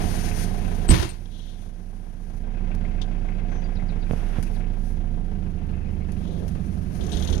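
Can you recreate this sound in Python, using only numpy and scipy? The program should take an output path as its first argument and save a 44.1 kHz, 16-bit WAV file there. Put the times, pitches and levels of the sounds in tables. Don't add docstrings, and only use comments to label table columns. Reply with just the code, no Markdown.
import sys
import numpy as np
from scipy import signal
from scipy.fft import rfft, irfft, next_fast_len
from scipy.io import wavfile
from scipy.ndimage import uniform_filter1d, minimum_filter1d

SR = 44100
rng = np.random.default_rng(int(sys.argv[2]) if len(sys.argv) > 2 else 0)


def master(y):
    cut = np.clip(np.atleast_2d(y).T, -1, 1)
    pcm = np.round(cut * 32767)
    wavfile.write(sys.argv[1], SR, pcm.astype(np.int16))


N = 326340
T = np.arange(N) / SR

# f/Hz, left minus right level/dB
LEFT_SIDE = [(180, -15), (380, 1), (700, 6.5), (1300, 12), (2400, 18), (4400, 42), (8100, 50.5),
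             (15000, 24)]
# f/Hz, relative level/dB
RATTLE_TONE = [(2000, -28), (3300, 4), (3900, -0.5), (4700, -10.5), (6400, -9), (7400, -23), (9500, -26)]
CYLINDERS = np.array([1, .5, -1, -.5])
THROTTLE_RISE_S = 0.26


def amp(db):
    return 10 ** (np.asarray(db) / 20)


def unit(x):
    return x / np.sqrt(np.mean(x ** 2) + 1e-20)


def along(points, hz):
    f, v = np.transpose(points)
    return np.interp(np.log(hz + 1), np.log(f + 1), v)


def wobble(rate):
    knots = rng.standard_normal(int(N * rate / SR) + 4)
    smooth = signal.resample(knots, len(knots) * 10)
    return np.interp(T * rate * 10, np.arange(len(smooth)), smooth)


def ramp(start, length):
    return np.clip((T - start) / length, 0, 1)


def noise():
    return rng.standard_normal((2, N))


def grainy(depth_db):
    return unit(noise() * amp(depth_db * wobble(450)))


def filtered(x, response):
    size = next_fast_len(N + SR // 4, True)
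    hz = np.fft.rfftfreq(size, 1 / SR)
    return irfft(rfft(x, size) * response(hz), size)[..., :N]


def colour(x, spectrum, size=8192):
    hz = np.fft.rfftfreq(size, 1 / SR) + 1
    octaves_beyond = np.abs(np.log2(hz / np.clip(hz, spectrum[0][0], spectrum[-1][0])))
    gain = amp(along(spectrum, hz) - 24 * octaves_beyond)
    cepstrum = irfft(np.log(gain + 1e-6))
    cepstrum[1:size // 2] *= 2
    cepstrum[size // 2 + 1:] = 0
    response = irfft(np.exp(rfft(cepstrum)))
    return signal.oaconvolve(x, response[None] / np.linalg.norm(response), axes=1)[:, :N]


def placed(x, balance):
    lead_s = .00045
    side = np.array([[-1], [1]])

    def response(hz):
        share = 2 / (1 + amp(side * along(balance, hz)))
        return share * np.exp(-1j * np.pi * hz * lead_s * side)

    return filtered(x, response)


def ports(pair, balance):
    # f/Hz, likeness (0 to 1)
    alike = [(100, 0.81), (290, 0), (640, 0), (1400, 0.75)]

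    def response(hz):
        turn = np.arccos(np.clip(along(alike, hz), -1, 1)) / 2
        return np.array([np.ones_like(hz), np.tan(turn)])

    mid, side = filtered(pair, response)
    return placed(np.array([mid + side, mid - side]), balance)


def resonances(modes, f):
    return sum(gain * 1j * f * w / (hz * hz - f * f + 1j * f * w) for hz, w, gain in modes)


def rung(x, modes):
    return filtered(x, lambda f: resonances([(hz, w, amp(db)) for hz, w, db in modes], f))


def panels(x, modes):
    return filtered(x, lambda f: 1 + resonances([(hz, w, amp(db) - 1) for hz, w, db in modes], f))


def echoed(x, t60, wet):
    t = np.arange(SR // 4) / SR
    tail = rng.standard_normal(len(t)) * amp(-60 * t / t60)
    reflections = signal.oaconvolve(x, tail[None] / np.linalg.norm(tail), axes=1)[:, :N]
    return (x + wet * reflections) / np.hypot(1, wet)


def bursts(rows, spectrum):
    power, t = np.zeros(N + SR), np.arange(SR // 2) / SR
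    for s, db, t60 in rows:
        power[round(s * SR):][:len(t)] += amp(db - 60 * t / t60) ** 2
    return colour(np.sqrt(power[:N]) * grainy(depth_db=1.5), spectrum)


def ringing(rows, modes, attack):
    out, t = np.zeros(N + SR), np.arange(SR // 2) / SR
    for s, db in rows:
        ring = np.zeros(len(t))
        for hz, level, t60 in modes:
            ring += amp(level + rng.normal(0, 1) - 60 * t / t60) * np.sin(2 * np.pi * hz * t)
        out[round(s * SR):][:len(t)] -= amp(db) * ring * (1 - np.exp(-t / attack))
    return out[:N]


def strokes(rows, rise_s, fall_s):
    power = np.zeros(N)
    for s, length, db in rows:
        away = np.maximum((s - T) / rise_s, (T - s - length) / fall_s)
        near = away < 4
        power[near] += amp(db - 20 * np.maximum(away[near], 0)) ** 2
    return np.sqrt(power)


def bird():
    # t/s, level/dB before echo and left-right gain
    whistles = [(3.752, -53), (3.882, -52.5), (4.012, -54), (4.54, -57)]
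    # t/s, half length/s, f/Hz, waver/Hz, level/dB
    peeps = [(3.57, .07, 6100, 330, -60), (3.645, .006, 4700, 0, -50)]
    from_hz, to_hz, length_s = 5200, 3400, .03
    out, u = np.zeros(N + SR), np.linspace(0, 1, int(length_s * SR))
    glide = from_hz * (to_hz / from_hz) ** u
    for s, db in whistles:
        pitch = glide * (1 + .04 * wobble(400)[:len(u)])
        tone = np.sin(2 * np.pi * np.cumsum(pitch) / SR)
        out[round(s * SR):][:len(u)] += amp(db) * np.sin(np.pi * u) ** .5 * tone
    song = out[:N]
    for s, half_length, hz, waver_hz, db in peeps:
        swell = np.exp(-((T - s) / half_length) ** 2)
        pitch = hz + waver_hz * wobble(300)
        song = song + amp(db) * swell * np.sin(2 * np.pi * np.cumsum(pitch) / SR)
    return echoed(song[None], t60=.09, wet=.7) * amp([[5], [-15]])


def hand():
    # t/s, length/s, level/dB
    rubs = [(4.14, 0.23, -48), (4.36, 0.023, -42)]
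    # t/s, level/dB, contact/s
    bumps = [(4.1105, 5, .00042), (4.1345, 3, .0008), (4.385, 6, .0015)]
    # f/Hz, relative level/dB
    bump_tone = [(80, 9), (560, -13.5), (1100, -24), (3500, -25.5)]
    # f/Hz, level/dB, t60/s
    case = [(76.6, -52, 0.066), (463, -33, 0.045), (570, -32, 0.019)]
    rub_tone = [(80, 13.5), (450, -7.0), (1600, -5.5), (3000, -12.5), (9000, -45)]
    rub = colour(strokes(rubs, rise_s=0.075, fall_s=0.058) * noise(), rub_tone)
    pushes = np.zeros((1, N))
    for s, db, contact in bumps:
        push = np.hanning(int(contact * SR))
        pushes[0, round(s * SR):][:len(push)] = -amp(db) * push / push.sum()
    body = ringing([row[:2] for row in bumps], case, attack=.001)
    return ((rub + colour(pushes, bump_tone))[0] + body) * amp([[-11], [4.5]])


def judder():
    # f/Hz, relative level/dB per Hz
    slip_tone = [(3500, -3), (4800, -12), (6500, 0), (7300, -12)]
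    start_s, slips_per_s, decay_s = 7.04, 38.4, .009
    slip_db, grab_db = -47.5, -43.5
    slip, since_slip = np.divmod(T - start_s, 1 / slips_per_s)
    effort = (T > start_s) * (1 + ramp(start_s, THROTTLE_RISE_S))
    fading = np.exp(-since_slip / decay_s)
    since_grab = since_slip + (slip + 1) % 2 / slips_per_s
    grab = (slip > 1) * (slip < 13) * np.exp(-since_grab / (2 * decay_s))
    slips = colour(amp(slip_db) * effort * fading * noise(), slip_tone)
    return slips + colour(amp(grab_db) * effort * grab * noise(), RATTLE_TONE)


def cab():
    # t/s, length/s, level/dB
    moves = [(0, 0.29, -43.5), (.37, 0.064, -42), (.5, 0.35, -53), (1.15, 0.53, -54.5), (1.75, 0.63, -58.5),
             (4.12, 0.45, -60.5), (4.86, 0.052, -60.5), (6.15, 0.7, -64.5), (6.95, 0.082, -55.5),
             (7.13, 0.21, -51.5)]
    # f/Hz, relative level/dB
    rustle_tone = [(1500, 8), (3500, -0.5), (6600, 4.5), (7400, -10), (8700, 0.5), (10000, 4),
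                   (12500, -4.5), (15500, -17)]
    # t/s, length/s, level/dB
    slides = [(1.33, 0.16, -49.5), (6.25, 0.069, -59)]
    # t/s, length/s, level/dB
    groans = [(6.26, 0.21, -45.5)]
    # t/s, length/s, level/dB
    shudders = [(7.01, 0.026, -27.5), (7.14, 0.049, -27), (7.3, 0.22, -25.5)]
    # t/s, level/dB, t60/s
    ticks = [(2.75, -47, 0.02), (4.427, -43.5, 0.086), (6.12, -48.5, 0.048), (6.48, -46.5, 0.078)]
    # t/s, level/dB, t60/s
    trim = [(1.257, -43, .04), (3.016, -36.5, 0.075), (7.01, -47, 0.2), (7.125, -40, 0.3)]
    still_db = -70
    movement = np.hypot(amp(still_db), strokes(moves, rise_s=0.16, fall_s=0.098))
    cloth = colour(movement * amp(1.34 * wobble(60)) * noise(), rustle_tone)
    sliding = strokes(slides, rise_s=0.078, fall_s=0.29) * amp(1.4 * wobble(70))
    seat = colour(sliding * noise(), RATTLE_TONE)
    groan = colour(strokes(groans, rise_s=0.024, fall_s=0.1) * grainy(depth_db=0), [(350, 3), (700, -6.5)])
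    shudder_tone = [(45, 4), (85, 0), (150, -21), (410, -16), (600, -31.5)]
    shudder = colour(strokes(shudders, rise_s=0.038, fall_s=0.15) * noise(), shudder_tone)
    clicks = bursts(ticks, rustle_tone) + bursts(trim, RATTLE_TONE)
    return ports(cloth + seat + groan + shudder + judder() + clicks, LEFT_SIDE)


def door():
    # t/s, level/dB added to each mode
    thumps = [(.8945, 11.5), (.985, -4), (1.33, -20), (7.142, -19), (7.352, -18)]
    # f/Hz, level/dB, t60/s
    cab_modes = [(50.8, -2, 0.089), (120.8, -16.5, 0.24), (171.6, -16.5, 0.3), (211.6, -7, 0.06),
                 (304, -24, 0.36)]
    # t/s, level/dB added to
    strikes = [(.883, -20), (.895, -1), (.904, -3), (7.123, -32)]
    # f/Hz, level/dB, t60/s
    latch_modes = [(8067, -4, .04), (8190, -3, .04), (8334, -4, .045), (8470, -6, .04)]
    # t/s, level/dB before the panel boost, t60/s
    blows = [(.889, -16.5, 0.29), (.904, -4, 0.3), (.936, -6.5, 0.37), (.996, -13, 0.41),
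             (1.025, -12, 0.22)]
    # f/Hz, relative level/dB
    crash_tone = [(60, 3), (190, -16), (250, -25), (330, -12.5), (500, -28.5), (850, -25.5), (3840, -33.5),
                  (6700, -38.5), (7400, -48), (9500, -39.5), (15500, -56)]
    # f/Hz, width/Hz, boost/dB
    sheet_metal = [(2016, 9, 5), (2736, 13, 6)]
    # t/s, level/dB before its modes, t60/s
    catch_drop = [(1.091, -21.5, .1)]
    # f/Hz, width/Hz, level/dB
    catch_modes = [(2700, 220, 1.5), (4100, 240, -2.5), (8530, 510, 2.5)]
    # f/Hz, left minus right level/dB
    door_side = [(130, -11.5), (290, -3.5), (640, 6), (1410, 10.5), (3100, 23), (6820, 41), (15000, 25)]
    thump = ringing(thumps, cab_modes, attack=.005)
    latch = ringing(strikes, latch_modes, attack=.004)
    rattle = echoed(panels(bursts(blows, crash_tone), sheet_metal), t60=.09, wet=.3)
    catch = rung(bursts(catch_drop, [(2000, 0), (10000, 0)]), catch_modes)
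    return placed(thump + latch, LEFT_SIDE) + ports(rattle + catch, door_side)


def dashboard(firings, shaking):
    # t/s, level/dB
    jolts = [(.279, -42), (.314, -41), (2.714, -49), (2.849, -47), (3.252, -48), (3.287, -47), (4.64, -48)]
    # f/Hz, relative level/dB
    loose_parts = [(1600, -3), (2150, 0), (2560, 0)]
    width_hz, scatter_db = 240, 3
    for s, db in jolts:
        jolt = amp(db) * (T >= s) * np.exp(-np.abs(T - s) / .013)
        shaking = np.hypot(shaking, jolt)
    parts = []
    for hz, db in loose_parts:
        favour = amp(db + scatter_db * rng.standard_normal(1000))[firings.astype(int)]
        ring = lambda f: resonances([(hz, width_hz, 1)], f) / (1 + (f / 3100) ** 10)
        parts.append(filtered(favour * shaking * noise(), ring))
    return np.sqrt(np.mean(shaking ** 2)) * unit(sum(parts))


def knocks(firings, decay, between, second, uneven_db, scatter_db):
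    index = firings.astype(int)
    strength = amp(uneven_db * CYLINDERS[index % 4] + scatter_db * rng.standard_normal(1000)[index])
    knock = lambda u: np.exp(-u / decay) * (1 - np.exp(-10 * u))
    return unit(between + strength * (knock(firings % 1) + second * knock((firings + .5) % 1)))


def cyclic(firings, fresh, count=5900):
    position = (firings / 4 % 1 * count).astype(int)
    cycle = rng.standard_normal((2, count))[:, position]
    return unit(cycle + fresh * grainy(depth_db=-0.5))


def combustion(firings, count=3):
    # f/Hz, width/Hz, relative level/dB
    firewall = [(435, 30, -1), (630, 30, -6), (705, 40, -1), (1525, 30, -11), (1620, 22, -11)]
    scatter_db, jitter_s = 2, .0005
    slap_s, slap_loss_db = .006, 3
    at = np.flatnonzero(np.diff(firings.astype(int)))
    strength_db = CYLINDERS[firings[at + 1].astype(int) % 4] + scatter_db * rng.standard_normal(len(at))
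    blows = np.zeros((2, N + SR))
    for k in range(count):
        for port in blows:
            late = k * slap_s + (1 + k) ** 2 * jitter_s * rng.random(len(at))
            port[at + (late * SR).astype(int)] += amp(strength_db - slap_loss_db * k)
    muffled = filtered(blows[:, :N], lambda hz: 1 / (1 + (hz / 1750) ** 10))
    return unit(echoed(rung(muffled, firewall), t60=.09, wet=.5))


def drone(firings, rate, half_db, waver_db, unsteady, count=30):
    # f/Hz, relative level/dB
    cab_boom = [(44, -1), (60, -8.5), (77, 4), (90, -0.5), (118, -14.5), (148, -9), (163, -2), (180, -4),
                (194, 1), (210, -13), (238, -8.5), (270, -22), (325, -19), (450, -32)]
    out, angle = np.zeros(N), np.pi * (firings + unsteady * wobble(12))
    for k in np.arange(count) + 3:
        odd = k % 2
        level = along(cab_boom, rate * k / 2) + half_db * odd + waver_db * (1 + odd) * wobble(7)
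        out += amp(level) * np.cos(k * angle + 2 * np.pi * rng.random())
    return unit(out)


def engine():
    # t/s, firings per second
    speed = [(4.95, 29.6), (5.2, 29.06), (5.5, 26.33), (6.0, 25.09), (6.4, 23.1), (7.03, 22.4), (7.4, 26.5)]
    # f/Hz, relative level/dB per Hz
    rumble_tone = [(22, -17.5), (48, -3), (80, -3), (120, -5), (170, -5), (270, -18), (335, -17),
                   (440, -20)]
    # f/Hz, relative level/dB
    open_tone = [(280, -2), (440, -5), (560, -10), (800, -9), (1170, -15.5), (2600, -21.5), (3800, -25.5),
                 (8000, -46)]
    # f/Hz, relative level/dB
    shut_tone = [(330, 2.5), (700, -4.5), (1100, -9), (1600, -12), (2600, -17.5), (2900, -18.5),
                 (6500, -32.5)]
    # t/s, length/s, level/dB
    buzz_spells = [(0, .7, -58.5), (2.48, 2.16, -60), (5.62, .48, -61.5)]
    throb_base_db, drone_db, rumble_db = -26.5, -33.5, -40
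    knock_base_db, clatter_db, buzz_db = -53.5, -49, -72

    rate = np.interp(T, *np.transpose(speed))
    firings = 3.8 + np.cumsum(rate) / SR
    labour = (rate[0] - rate) / np.ptp(rate)
    door_open = 1 - ramp(.9, .1)
    clutch = ramp(4.62, 0.18)
    throttle = ramp(6.9, THROTTLE_RISE_S)
    doorway_db = 6 * np.exp(-T / 0.19)
    boom_db = 2.5 * door_open + doorway_db / 2 + 1.5 * throttle
    knock_db = 6 * door_open + doorway_db + 8 * throttle - 3.46 * clutch

    throb_db = throb_base_db + 29.5 * np.log2(rate / rate[0]) - 0.67 * door_open
    throb_waver_db = (-0.5 + 2.4 * labour) * wobble(20)
    throb = amp(throb_db + throb_waver_db) * unit(np.cos(2 * np.pi * firings))
    hum_gain = amp(drone_db + boom_db + 2 * labour + wobble(30))
    hum = hum_gain * drone(firings, rate, half_db=-7, waver_db=1.3, unsteady=.006)
    rumble = amp(rumble_db + boom_db + 2 * labour) * colour(noise(), rumble_tone)

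    ignitions = firings + .12
    knock = amp(knock_base_db + knock_db) * combustion(ignitions)
    clatter = amp(clatter_db + knock_db) * knocks(
        ignitions, decay=.38, between=.55, second=.15, uneven_db=1.2, scatter_db=2.5)
    inside = colour((1 - door_open) * clatter * cyclic(firings, fresh=0.61), shut_tone)
    outside = colour(door_open * clatter * cyclic(firings, fresh=0.96), open_tone)

    chatter = knocks(
        firings + .05 * wobble(30), decay=.36, between=.08, second=.2, uneven_db=2, scatter_db=2.8)
    looseness = np.hypot(amp(buzz_db), strokes(buzz_spells, rise_s=0.14, fall_s=0.101))
    buzz = dashboard(firings, looseness * chatter)
    return placed(throb + hum, LEFT_SIDE) + ports(rumble + knock + inside + outside + buzz, LEFT_SIDE)


def scene():
    hiss = amp(-84.0) * noise()
    return hiss + bird() + hand() + cab() + door() + engine()


def limiter(x):
    largest_cut_db, hold_s, recover_db_per_s = 9.5, 1.264, 19
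    ceiling, look_ahead = .9, int(.003 * SR)
    peak = np.abs(x).max(axis=0)
    needed_db = np.clip(20 * np.log10(ceiling / (peak + 1e-9)), -largest_cut_db, 0)
    hold = int(hold_s * SR)
    held_db = minimum_filter1d(needed_db, hold, origin=(hold - 1) // 2, mode="nearest")
    recovery_db = recover_db_per_s * T
    gain_db = np.minimum.accumulate(held_db - recovery_db) + recovery_db
    return x * amp(uniform_filter1d(minimum_filter1d(gain_db, look_ahead), look_ahead))


def record(dry):
    return filtered(np.clip(limiter(dry), -1, 1), lambda hz: hz < 15800)


dry = scene()
out = record(dry)
master(out)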